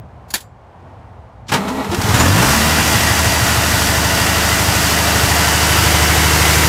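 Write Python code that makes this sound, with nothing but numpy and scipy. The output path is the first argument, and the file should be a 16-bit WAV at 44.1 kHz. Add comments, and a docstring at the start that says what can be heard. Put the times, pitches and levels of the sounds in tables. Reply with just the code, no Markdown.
"""Air-cooled diesel start

A six-cylinder diesel in an open steel canopy, heard from close by over a distant hum of shaped noise.
A switch snaps in noise bursts; the starter grinds as noise through resonances and groans in gliding tones.
Lone firings thump as decaying sines. The engine races up and settles to a fast idle: crank-locked tones
give drone, lope and gear whine, shaped noise gives clatter and fan roar. The listener leans in.
"""
import sys
import numpy as np
from scipy import signal
from scipy.fft import rfft, irfft, next_fast_len
from scipy.io import wavfile
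from scipy.ndimage import uniform_filter1d

SR = 44100
rng = np.random.default_rng(int(sys.argv[2]) if len(sys.argv) > 2 else 0)


def unload_audio(sound):
    """Save the sound as a 16-bit wav file, at the path given as the first command line argument."""
    columns = np.transpose(np.atleast_2d(sound))
    # keep every value between -1 and 1, then stretch to whole-number steps
    steps = np.round(np.clip(columns, -1, 1) * 32767)
    wavfile.write(sys.argv[1], SR, steps.astype(np.int16))


N = 294588
CREST_DB = 4  # taken off the levels of hits


def undb(db):
    """Gain of a level in dB."""
    return np.exp(np.asarray(db) * np.log(10) / 20)


def unit(x):
    """Scale to rms 1."""
    return x / np.sqrt(np.mean(x ** 2) + 1e-20)


def curves(rows):
    """Columns interpolated over time in seconds."""
    s, *columns = np.transpose(rows)
    return [np.interp(np.arange(N) / SR, s, c) for c in columns]


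def opens(s, fade_s):
    """Ramp from 0 to 1 that starts at s."""
    return np.clip((np.arange(N) / SR - s) / fade_s, 0, 1)


def bumps(rows):
    """Sum of bell-shaped swells in dB."""
    t = np.arange(N) / SR
    return sum(db * np.exp(-((t - s) / half_s) ** 2) for s, db, half_s in rows)


def hiss():
    """White noise."""
    return rng.standard_normal(N)


def noise(colour, low_hz=0, high_hz=30000):
    """Steady noise of a given colour, softly limited to a band; rms 1."""
    size = next_fast_len(N, real=True)
    hz = np.fft.rfftfreq(size, 1 / SR) + 1
    at_hz, db = np.transpose(colour)
    shape = undb(np.interp(np.log(hz), np.log(at_hz), db))
    shape /= np.sqrt((1 + (low_hz / hz) ** 8) * (1 + (hz / high_hz) ** 8))
    return unit(irfft(rfft(rng.standard_normal(size)) * shape, size)[:N])


def drift(rate_hz, size=1):
    """Slow random curve of spread near 1, at every size-th sample."""
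    knots = rng.standard_normal(int(N / SR * 60) + 3)
    at = np.arange(0, N, size) / SR * min(rate_hz, 60)
    return np.interp(at, np.arange(len(knots)), knots) * 1.22


def resonate(x, peaks):
    """Parallel two-pole resonances of alternating sign."""
    out = np.zeros(N)
    for k, (hz, width_hz, db) in enumerate(peaks):
        r = np.exp(-np.pi * width_hz / SR)
        a = [1, -2 * r * np.cos(2 * np.pi * hz / SR), r * r]
        b = [(1 - r * r) / 2, 0, (r * r - 1) / 2]
        out += (-1) ** k * undb(db) * signal.lfilter(b, a, x + 1e-18)
    return out


def decay(s, t60_s, rise_s):
    """Envelope that starts at s, rises quickly and dies; top near 1."""
    out, start = np.zeros(N), int(s * SR)
    t = np.arange(min(int(2 * t60_s * SR), N - start)) / SR
    out[start:][:len(t)] = (1 - np.exp(-t / rise_s)) * undb(-60 * t / t60_s)
    return out


def tones(turns, orders, waver_db, smear):
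    """Wavering crank-locked sines; a phase lag growing with order squared spreads the pulse."""
    out = np.zeros(N)
    for k, db in orders:
        gain = undb(np.broadcast_to(db, N)[::32] + waver_db * drift(5, size=32))
        out += np.repeat(gain, 32)[:N] * np.cos(2 * np.pi * k * turns - smear * k * k)
    return np.sqrt(2) * out


def heard(orders, shown):
    """Level of each multiple where the listener stands."""
    return [(round(k), afar + (close - afar) * shown) for k, afar, close in orders]


# Each row: time in seconds, level in dB.
HUM_LEVEL = [(0.0, -43.5), (0.3, -42), (0.5, -47), (0.9, -42), (1.46, -44.5)]
# Each row: frequency in Hz, density in dB per Hz.
HUM_SPECTRUM = [(15, -67.5), (25, -34), (60, -4.5), (121, -6), (150, -15.5), (186, -15.5), (293, -23.5),
                (326, -23.5), (529, -21), (655, -18.5), (790, -18), (1090, -23.5), (1240, -27.5),
                (4500, -50), (9500, -59.5), (11000, -66.5), (15000, -68)]


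def hum():
    """Far traffic and machinery: a lumpy rumble under a steady wash."""
    hum_db, = curves(HUM_LEVEL)
    rumble = undb(hum_db + 7.5 + 2.4 * drift(6)) * noise(HUM_SPECTRUM, high_hz=302)
    return rumble + undb(hum_db + 0.6 * drift(2.7)) * noise(HUM_SPECTRUM, low_hz=300)


# Parts sliding and snapping over. Each row: start in seconds, peak in dB, rise in seconds,
# rattle t60 in seconds, body ringing over rattle in dB.
SNAPS = [(.281, -42, .004, 0.19, -13), (0.303, -16.5, 0.01, 0.045, 4.5), (.331, -28, .004, .05, -6),
         (0.3382, -2.5, 0.0015, 0.039, -3.5), (0.3444, -7, .0008, 0.036, -7),
         (0.354, -12, .001, 0.085, -21), (.377, -34.5, .001, 0.15, -17.5), (.404, -34.5, .001, 0.1, 0)]
# Each row: frequency in Hz, density in dB per Hz.
SNAP_SPECTRUM = [(120, -21.5), (200, 1), (485, -6), (613, -5.5), (946, 1), (1260, -8), (1490, 2),
                 (2800, -3), (3350, 1), (15000, -11)]
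# Switch body, then mounting plate. Each row: frequency in Hz, width in Hz, gain in dB.
BODY_MODES = [(4500, 220, 0), (6940, 400, -2.5), (9500, 400, -7), (10150, 610, -3.5), (13800, 700, -8)]
PLATE_MODES = [(1750, 79, -2), (4720, 12, -1.5), (7180, 9.1, 6), (7390, 9, -2.5), (7690, 10, 4),
               (7760, 11, 2)]


def switch():
    """Short spiky rattles; some ring the switch body more than others; the plate rings on."""
    grit = undb(4.2 * hiss())
    rattling = unit(grit * noise(SNAP_SPECTRUM))
    ringing = unit(resonate(hiss(), BODY_MODES))
    snaps = np.zeros(N)
    for s, db, rise_s, t60_s, ring_db in SNAPS:
        hit = rattling + undb(ring_db) * ringing
        snaps += undb(db - CREST_DB) * decay(s, t60_s, rise_s) * hit
    return snaps + resonate(snaps, PLATE_MODES)


# Solenoid, pinion and first combustions. Each row: start in seconds, peak in dB,
# rattle t60 in seconds, treble in dB.
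METAL_BLOWS = [(1.466, -46, .3, 3), (1.482, -29, 0.16, 6), (1.491, -18, 0.12, -7), (1.517, -2.5, 0.15, -14),
               (1.536, -22, 0.09, 13), (1.54, -11, 0.12, -16), (1.558, -15, 0.13, -11),
               (1.679, -15, 0.12, -5.5), (1.843, -10, 0.045, -10.5), (1.913, -19, 0.076, 3),
               (1.93, -21, 0.048, 4), (1.945, -8, 0.036, 0), (2.014, -10, 0.042, 3.5), (2.03, -24, .2, 5),
               (2.085, -14, 0.23, -3), (2.138, -7, 0.3, -6.5), (2.196, -4.5, 0.18, -11),
               (2.385, -14, 0.2, -12), (2.42, -1, 0.14, -13)]
# Each row: frequency in Hz, density in dB per Hz.
BLOW_SPECTRUM = [(59, -38), (100, -0.5), (257, -5), (324, -12), (582, -10.5), (674, -15), (867, -6.5),
                 (1560, -11), (5600, -15), (15000, -28)]


def blows():
    """Rattling hits on heavy castings, each with a treble of its own; weak ones lack the top."""
    top = noise(BLOW_SPECTRUM, low_hz=7500)
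    bright = noise(BLOW_SPECTRUM, low_hz=2490, high_hz=7500)
    dull = noise(BLOW_SPECTRUM, high_hz=2500)
    out = np.zeros(N)
    for s, db, t60_s, treble_db in METAL_BLOWS:
        treble = undb(treble_db) * (bright + undb(0.48 * db) * top)
        out += undb(db - CREST_DB) * decay(s, t60_s, 0.0037) * (treble + dull)
    return out


# Compressions. Each row: time in seconds, extra effort in dB.
COMPRESSIONS = [(1.55, 8.5), (1.63, 2.5), (1.69, 3.5), (1.8, 6.5), (1.88, -0.5), (1.94, 3), (2.1, 5)]


def labour_db():
    """Starter labours against each compression and runs free past it."""
    return bumps([(s, db, 0.031) for s, db in COMPRESSIONS])


# Motor casing, then bell housing. Each row: frequency in Hz, width in Hz, level in dB.
CASING_MODES = [(178, 6.5, -25.5), (207, 20, 6), (262, 4.8, 4.5)]
BELL_MODES = [(428, 33, -3), (640, 14, -3), (826, 150, -7), (1330, 140, -12.5), (1910, 26, -13.5),
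              (2260, 62, -17), (2500, 130, -22.5), (4120, 810, -28)]


def starter():
    """Uneven tooth contacts with scraping between them ring the casing and the bell housing."""
    mesh_s, unmesh_s, casing_db, grind_db, casing_share = 1.52, 2.15, -39.5, -26.5, 0.67
    gate = opens(mesh_s, 0.023) - opens(unmesh_s, .011)
    extra_db = labour_db()
    touch = (rng.random(N) < 160 / SR) * undb(2.1 * hiss())
    drive = unit(touch) + 1.26 * hiss()
    rings = [resonate(drive, [(hz, width_hz, 0)]) for hz, width_hz, _ in CASING_MODES]
    rings.append(resonate(drive, BELL_MODES))
    # level each ring, so that every pitch is heard evenly
    *casing, bell = [x / np.sqrt(uniform_filter1d(x * x, size=5000) + 1e-12) for x in rings]
    casing = sum(undb(db) * x for (_, _, db), x in zip(CASING_MODES, casing))
    return gate * (undb(casing_db + casing_share * extra_db) * casing + undb(grind_db + extra_db) * bell)


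# Each row: start in seconds, length in seconds, first pitch in Hz, last pitch in Hz, level in dB.
STARTER_GROANS = [(1.547, 0.038, 274, 252, -23), (1.57, 0.076, 183.6, 211, -19.5),
                  (1.666, .04, 191, 210, -26), (1.685, 0.084, 245, 266, -26),
                  (1.777, 0.044, 268, 250, -22.5), (1.799, 0.088, 225.4, 188, -26),
                  (1.905, .06, 217, 190, -27), (1.91, 0.051, 335, 365, -20), (1.9, 0.055, 456, 424, -26),
                  (1.97, .04, 205, 215, -27)]
# Level of each harmonic in dB.
GROAN_HARMONICS_DB = [0, -12, -17, -12]


def groans():
    """Short gliding, wavering tones of the straining starter."""
    out = np.zeros(N)
    for s, length_s, from_hz, to_hz, db in STARTER_GROANS:
        t = np.arange(int(length_s * SR)) / SR
        cycles = t * (from_hz + (to_hz - from_hz) * t / length_s / 2)
        tone = sum(undb(over_db) * np.sin(2 * np.pi * k * cycles)
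                   for k, over_db in enumerate(GROAN_HARMONICS_DB, 1))
        out[int(s * SR):][:len(t)] += undb(db) * np.sqrt(np.sin(np.pi * t / length_s)) * tone
    return np.sqrt(2) * undb(1.4 * drift(50.3)) * out


# Pinion thrown out of mesh. Each row: start in seconds, level in dB, t60 in seconds.
SKIDS = [(2.135, -26, .25), (2.19, -15.5, 0.23)]
# Each row: frequency in Hz, width in Hz, gain in dB.
SKID_MODES = [(7040, 110, 0)]


def squeals():
    """Overrun teeth skid and sing briefly as the engine outruns the starter."""
    skid = sum(undb(db) * decay(s, t60_s, 0.0047) for s, db, t60_s in SKIDS)
    return skid * unit(resonate(hiss(), SKID_MODES))


# Firings before they merge into a tone. Each row: start in seconds, strength in dB, pipe pitch in Hz.
LONE_FIRINGS = [(1.889, -4, 93), (1.981, 1, 95), (2.04, 1.5, 107), (2.086, 3, 100), (2.105, 0.5, 82),
                (2.135, 5, 108), (2.163, -14, 104)]


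def thumps():
    """Each lone firing rings the exhaust pipe for a few skewed cycles."""
    out, t = np.zeros(N), np.arange(N) / SR
    for s, db, hz in LONE_FIRINGS:
        phase = 2 * np.pi * hz * (t - s)
        out += undb(db) * decay(s, 0.083, 0.0094) * (np.sin(phase) + 0.41 * np.cos(2 * phase))
    return out


# Each row: frequency in Hz, density in dB per Hz.
ROAR_SPECTRUM = [(15, -53), (25, -20), (43, -4), (62, -11), (80, -9), (248, -6.5), (287, -8.5), (533, -16),
                 (698, -13), (1770, -13.5), (1960, -16), (2270, -21), (3500, -12.5), (4550, -57),
                 (7700, -120)]


def roar(low_hz, high_hz=30000):
    """One band of the engine's broad noise; rms 1."""
    return noise(ROAR_SPECTRUM, low_hz, high_hz)


def rattle():
    """Loose sheet and linkages: uneven touches, each ringing at one of 30 pitches."""
    touches_per_s, low_hz, high_hz, ring_cycles = 1500, 1300, 5995, 130
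    touch = (rng.random(N) < touches_per_s / SR) * undb(3 * np.minimum(rng.exponential(1, N), 3))
    dealt = rng.integers(0, 30, N)
    pitches_hz = np.geomspace(low_hz, high_hz, 30) * rng.uniform(.98, 1.02, 30)
    return unit(sum(unit(resonate(touch * (dealt == k), [(hz, 2.2 * hz / ring_cycles, 0)]))
                    for k, hz in enumerate(pitches_hz)))


# Each row: frequency in Hz, density in dB per Hz.
FAN_SPECTRUM = [(1060, -39), (1800, -9), (1950, -0.5), (2290, -2), (2880, -5.5), (3150, -6), (3960, -7.5),
                (4450, -7.5), (4820, -6.5), (5360, -5.5), (6020, -6), (8130, -7.5), (8890, -10.5),
                (12700, -12), (15000, -15.5)]


def fan(running, knock):
    """Cooling-air roar, pulsed slightly by combustion, with loose-metal rattle."""
    air = (1 + 0.081 * knock) * undb(-3.0 + 0.54 * drift(8)) * noise(FAN_SPECTRUM, low_hz=2410)
    return air + running * undb(-9) * rattle()


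def taps(turns):
    """Valves, injectors and pump cams touch at the same crank angles, never quite as hard."""
    per_cycle = 60
    angles, sizes = np.sort(rng.random(per_cycle)), rng.standard_normal(per_cycle + 1)
    which = np.searchsorted(angles, turns % 1)
    touch = np.diff(which, prepend=which[0]) != 0
    return unit(touch * sizes[which] * undb(1.6 * hiss()))


# Gear tones. Each row: multiple of the cycle rate, level afar in dB, level close by in dB.
GEAR_TONES = [(51, -19, -29), (52, -19, -27), (53, -35, -31), (54, -30.5, -37), (55, -15, -31),
              (56, -18, -18.5), (60, -40, -22), (62, -26, -28), (63.6, -29.5, -30), (65.1, -19, -35),
              (67.4, -32, -33), (68.8, -18, -25), (69.5, -22, -25), (72, -22, -29), (73, -20, -22),
              (74, -24, -23), (78, -23.5, -19)]
# Cowl and canopy, cowl close by, block under load. Each row: frequency in Hz, width in Hz, gain in dB.
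PANEL_MODES = [(972, 60, 11.5), (1456, 43, 8.5), (1790, 45, 5), (2142, 15, 3), (2740, 86, 8.5),
               (2980, 60, 1.5), (4725, 73, 7), (9050, 150, -30), (9600, 34, -33)]
NEAR_PANEL_MODES = [(1670, 180, -7.5), (2180, 100, 8), (3010, 130, -9)]
LOAD_MODES = [(665, 38, 10), (960, 27, 2), (830, 30, -10)]


def clatter(turns, running, whining, shown, fuel_db, knock):
    """Gear tones with slack, taps ringing the panels, mid-band roar, block ringing under load."""
    slack = 0.0016 * drift(25)
    out = whining * tones(turns + slack, heard(GEAR_TONES, shown), 1.24, .1)
    out += running * undb(-10.5) * unit(resonate(running * taps(turns) + 0.59 * hiss(), PANEL_MODES))
    out += (1 + 0.14 * knock) * undb(-4.5 + 0.14 * drift(17)) * roar(492, 2440)
    out += shown * undb(-13.5) * unit(resonate(hiss(), NEAR_PANEL_MODES))
    out += running * undb(-23 + fuel_db) * unit(resonate(hiss(), LOAD_MODES))
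    return out


# Echoes. Each row: delay in seconds, level in dB.
CANOPY_ECHOES = [(.0017, -49), (.0031, -24.5), (.0052, -34), (.0083, -23), (.0121, -16.5), (.0174, -12.5)]


def canopy(x, near):
    """Short echoes off steel walls ripple the spectrum; paths shrink as the listener leans in."""
    at, shorter = np.arange(N), 1 - 0.1015 * near
    return x + sum((-1) ** k * undb(db) * np.interp(at - s * SR * shorter, at, x)
                   for k, (s, db) in enumerate(CANOPY_ECHOES))


# Each entry: whine as a multiple of the cycle rate.
WHINE_MULTIPLES = [98.4, 105.8, 116.4, 137.6, 147.6, 150.6, 158.5, 219.5, 234.8, 368.8]
# Each row: one whine, level in dB at each of three nearnesses.
WHINE_LEVELS = [(-40, -44, -44), (-37.5, -35, -37), (-36, -37, -44), (-41, -44, -46), (-39, -37, -39),
                (-31.5, -35, -40), (-34, -33, -29), (-38, -41, -41), (-42, -31, -37), (-38, -41, -43)]
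# Those nearnesses, 0-1.
WHINE_NEARNESS = [.3, .6, .88]


def gear_whine(turns, near, knock):
    """Tooth-mesh tones, flickering in level and pitch, pulsed by combustion."""
    out = np.zeros(N)
    for k, levels_db in zip(WHINE_MULTIPLES, WHINE_LEVELS):
        gain = undb(np.interp(near, WHINE_NEARNESS, levels_db) + 2.5 * drift(50))
        out += gain * tones(turns + 0.0008 * drift(30), [(k, 0)], 1.3, 0)
    return (1 + .25 * knock) * out


# Each row: multiple of the cycle rate, level afar in dB, level close by in dB.
BLOCK_TONES = [(13, -4.5, -11), (14, -19, -23), (15, -4.5, -7.5), (16, -15, -13.5), (17, -9.5, -22.5),
               (19, -29, -18), (20, -14.5, -20), (21, -16, -25), (22, -7.5, -9.5), (23, -15, -13),
               (25, -20.5, -17), (26, -13, -8.5), (27, -11, -10), (33, -16.5, -20), (34, -14.5, -17),
               (35, -32, -14), (36, -13.5, -12.5), (37, -24.5, -23), (38, -21.5, -11), (40, -21.5, -26),
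               (42, -21, -22), (45, -11, -17), (47, -17, -27), (48, -12, -20)]


def block(turns, running, shown, fuel_db, air_db, knock):
    """Block tones, weaker under load as the cylinders pull evenly, with noise between."""
    uneven = undb(-0.71 * np.maximum(fuel_db, 0))
    out = running * uneven * tones(turns, heard(BLOCK_TONES, shown), 0.7, .07)
    return out + (1 + 0.63 * knock) * undb(-9.5 + air_db) * roar(150, 640)


# Each row: multiple of the cycle rate, level afar in dB, level close by in dB.
LOPE_TONES = [(3, -28, -17), (4, -19, -26), (5, -19, -10), (7, -12.5, -8), (8, -3.5, -1.5), (9, -13, -8),
              (10, -8, -7.5), (11, -17, -11)]
# Each row: multiple of the cycle rate below the half tone, level in dB.
HUNT_TONES = [(6, -8), (7, -8), (8, -6.5), (9, -6), (10, -17)]
# Each row: time in seconds, hunting level in dB.
HUNT_LEVEL = [(2.7, -23), (2.92, 1.5), (3.5, 3), (3.85, -9), (4.1, -32), (6.68, -32)]


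def lope(turns, whining, shown, air_db):
    """Uneven cylinders beat once a cycle; the governor hunts, surging every second cycle."""
    waver_db, hunt_lag_turns = 1.3, 1.159
    hunt_db, = curves(HUNT_LEVEL)
    out = whining * tones(turns, heard(LOPE_TONES, shown), waver_db, .022)
    out += undb(-7 + air_db) * roar(0, 151)
    halves = [(round(k) + .5, db) for k, db in HUNT_TONES]
    # negative smear: each surge falls in pitch
    return out + undb(hunt_db) * tones(turns - hunt_lag_turns, halves, 2 * waver_db, -.4)


# Each row: multiple of the firing rate, dB at idle, dB per dB of fuel, dB gained close by.
DRONE_TONES = [(1, -22, 0.62, 6.5), (2, -37, 2.3, 13), (3, -37, 1.78, -12), (4, -40, 0.7, 5.5),
               (5, -41, 1.2, 12.5), (6, -46, 1.8, 5), (7, -47, 1.8, 0)]
# Exhaust pipe. Each row: frequency in Hz, gain in dB.
PIPE_RESPONSE = [(35, -11), (57, -14), (66, -6), (76, 0), (96, 6), (110, 3), (122, 0.5), (135, -0.5),
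                 (145, -7), (153, 2.5), (178, 8.5), (200, -2), (222, 10), (235, -0.5), (300, 3.5),
                 (400, -2)]


def drone(turns, firings_per_s, fuel_db, near):
    """Harmonics of the firing rate, coloured by the exhaust pipe."""
    pipe_hz, pipe_db = np.transpose(PIPE_RESPONSE)
    out = np.zeros(N)
    for k, db, fed, close_db in DRONE_TONES:
        through_db = np.interp(round(k) * firings_per_s, pipe_hz, pipe_db)
        gain = undb(db + fed * fuel_db + close_db * near + through_db)
        out += gain * tones(6 * turns, [(round(k), 0)], .6, .022 * 36)
    return out


# Each entry: strength of one of the six firings in dB.
FIRING_STRENGTHS_DB = [12.9, 10, 5.2, 11.6, 12, 13]


def combustion(turns, running, fuel_db):
    """Knock pulse of each firing; no two combustions alike."""
    cylinder, since = np.divmod(6 * turns, 1)
    firing = (cylinder - cylinder[0]).astype(int)
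    chance_db = 3.2 * rng.standard_normal(600)[firing]
    strength_db = np.array(FIRING_STRENGTHS_DB)[cylinder.astype(int) % 6]
    pulse = 2.78 * since ** .5 * np.exp(-3.5 * since)
    return running * undb(chance_db + 0.19 * fuel_db + strength_db) * pulse


# Crankshaft. Each row: time in seconds, firings per second, fuel over idle in dB.
RUN_UP = [(1.56, 6.8, 3), (1.88, 8.7, -8), (2.04, 24, 7), (2.1, 33, 9.5), (2.18, 38, 10.5), (2.24, 41, 9.5),
          (2.32, 48.1, 8.5), (2.4, 59.5, 9), (2.45, 64.5, 7), (2.51, 69.8, 8.5), (2.59, 73.8, 4.5),
          (2.71, 78, 5), (2.8, 76.7, 3.5), (3.24, 76.3, 0), (5.1, 76.25, 0), (6.0, 76.5, 0),
          (6.68, 76.8, 0)]
# Listener leaning in. Each row: time in seconds, nearness 0-1.
NEARNESS = [(3.2, 0), (4.6, 0.09), (5.3, 0.4), (5.9, 0.76), (6.68, 0.93)]
# Layer levels: dB at idle, dB per doubling of speed, dB per dB of fuel, dB gained close by.
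BLOCK_LEVEL = (-26, -2, .5, 3.5)
CLATTER_LEVEL = (-17.5, 3, .5, 3.5)
FAN_LEVEL = (-16, 5.5, 0.32, 2)
LOPE_LEVEL = (-26.5, 1.5, -0.04, 5)
# Lope sinking and swelling. Each row: time in seconds, extra level in dB, half length in seconds.
LOPE_SWELLS = [(1.84, -10, 0.037), (2.4, 8.5, 0.32), (3.15, 4, 0.59), (4.0, 5, 0.35), (4.7, 7, 0.16),
               (5.25, 8.5, 0.12), (5.8, 3.5, 0.12)]


def engine():
    """Drone, lope, block, clatter, whine and fan, all driven by speed, fuel and crank angle."""
    idle_firings_per_s, heavy_beat_s = 76.4, 5.785
    firings_per_s, fuel_db = curves(RUN_UP)
    near, = curves(NEARNESS)
    turning, running, whining = opens(1.55, 0.01), opens(2.11, 0.13), opens(2.52, 0.48)
    doublings = np.log2(firings_per_s / idle_firings_per_s)
    block_db, clatter_db, fan_db, lope_db = [
        db + faster * doublings + fed * fuel_db + close_db * near
        for db, faster, fed, close_db in (BLOCK_LEVEL, CLATTER_LEVEL, FAN_LEVEL, LOPE_LEVEL)]
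    turns = np.cumsum(firings_per_s) / SR / 6  # whole cycles
    turns = turns - turns[round(heavy_beat_s * SR)]
    knock = combustion(turns, running, fuel_db)
    # the cowl hides one gear and shows another
    shown = np.clip((near - 0.39) / 0.39, 0, 1)
    air_db = .35 * np.maximum(fuel_db, 0) - 3 * shown
    body = undb(lope_db + bumps(LOPE_SWELLS)) * lope(turns, whining, shown, air_db)
    block_db = block_db + 0.45 * labour_db()
    body += undb(block_db) * block(turns, running, shown, fuel_db, air_db, knock)
    shell = undb(clatter_db) * clatter(turns, running, whining, shown, fuel_db, knock)
    shell += undb(fan_db) * fan(running, knock)
    out = opens(2.14, .1) * drone(turns, firings_per_s, fuel_db, near)
    out += opens(2.4, 0.22) * gear_whine(turns, near, knock)
    return out + turning * (body + canopy(shell, near))


def scene():
    """One microphone hears everything; two equal channels."""
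    cranking = blows() + starter() + groans() + squeals()
    return np.tile(hum() + switch() + cranking + thumps() + engine(), (2, 1))


def top_cut(x):
    """Nothing passes above the cut-off."""
    return signal.sosfilt(signal.butter(12, 16450, fs=SR, output="sos"), x)


def record(dry):
    """Peaks are rounded; the deepest bass is thinned; the top steps down at 15.2 kHz, ends near 15.8 kHz."""
    step_hz, cutoff_hz = 15200, 15830
    hz = np.fft.rfftfreq(N, 1 / SR)
    below_step, below_cutoff = [.5 - .5 * np.tanh((hz - edge) / 60) for edge in (step_hz, cutoff_hz)]
    treble = (below_step + undb(-10) * (1 - below_step)) * below_cutoff
    rounded = 1.185 * np.tanh(dry / 1.357)
    x = signal.sosfilt(signal.butter(1, 45, "high", fs=SR, output="sos"), rounded)
    return top_cut(irfft(rfft(x) * treble, N))


dry = scene()
out = record(dry)
unload_audio(out)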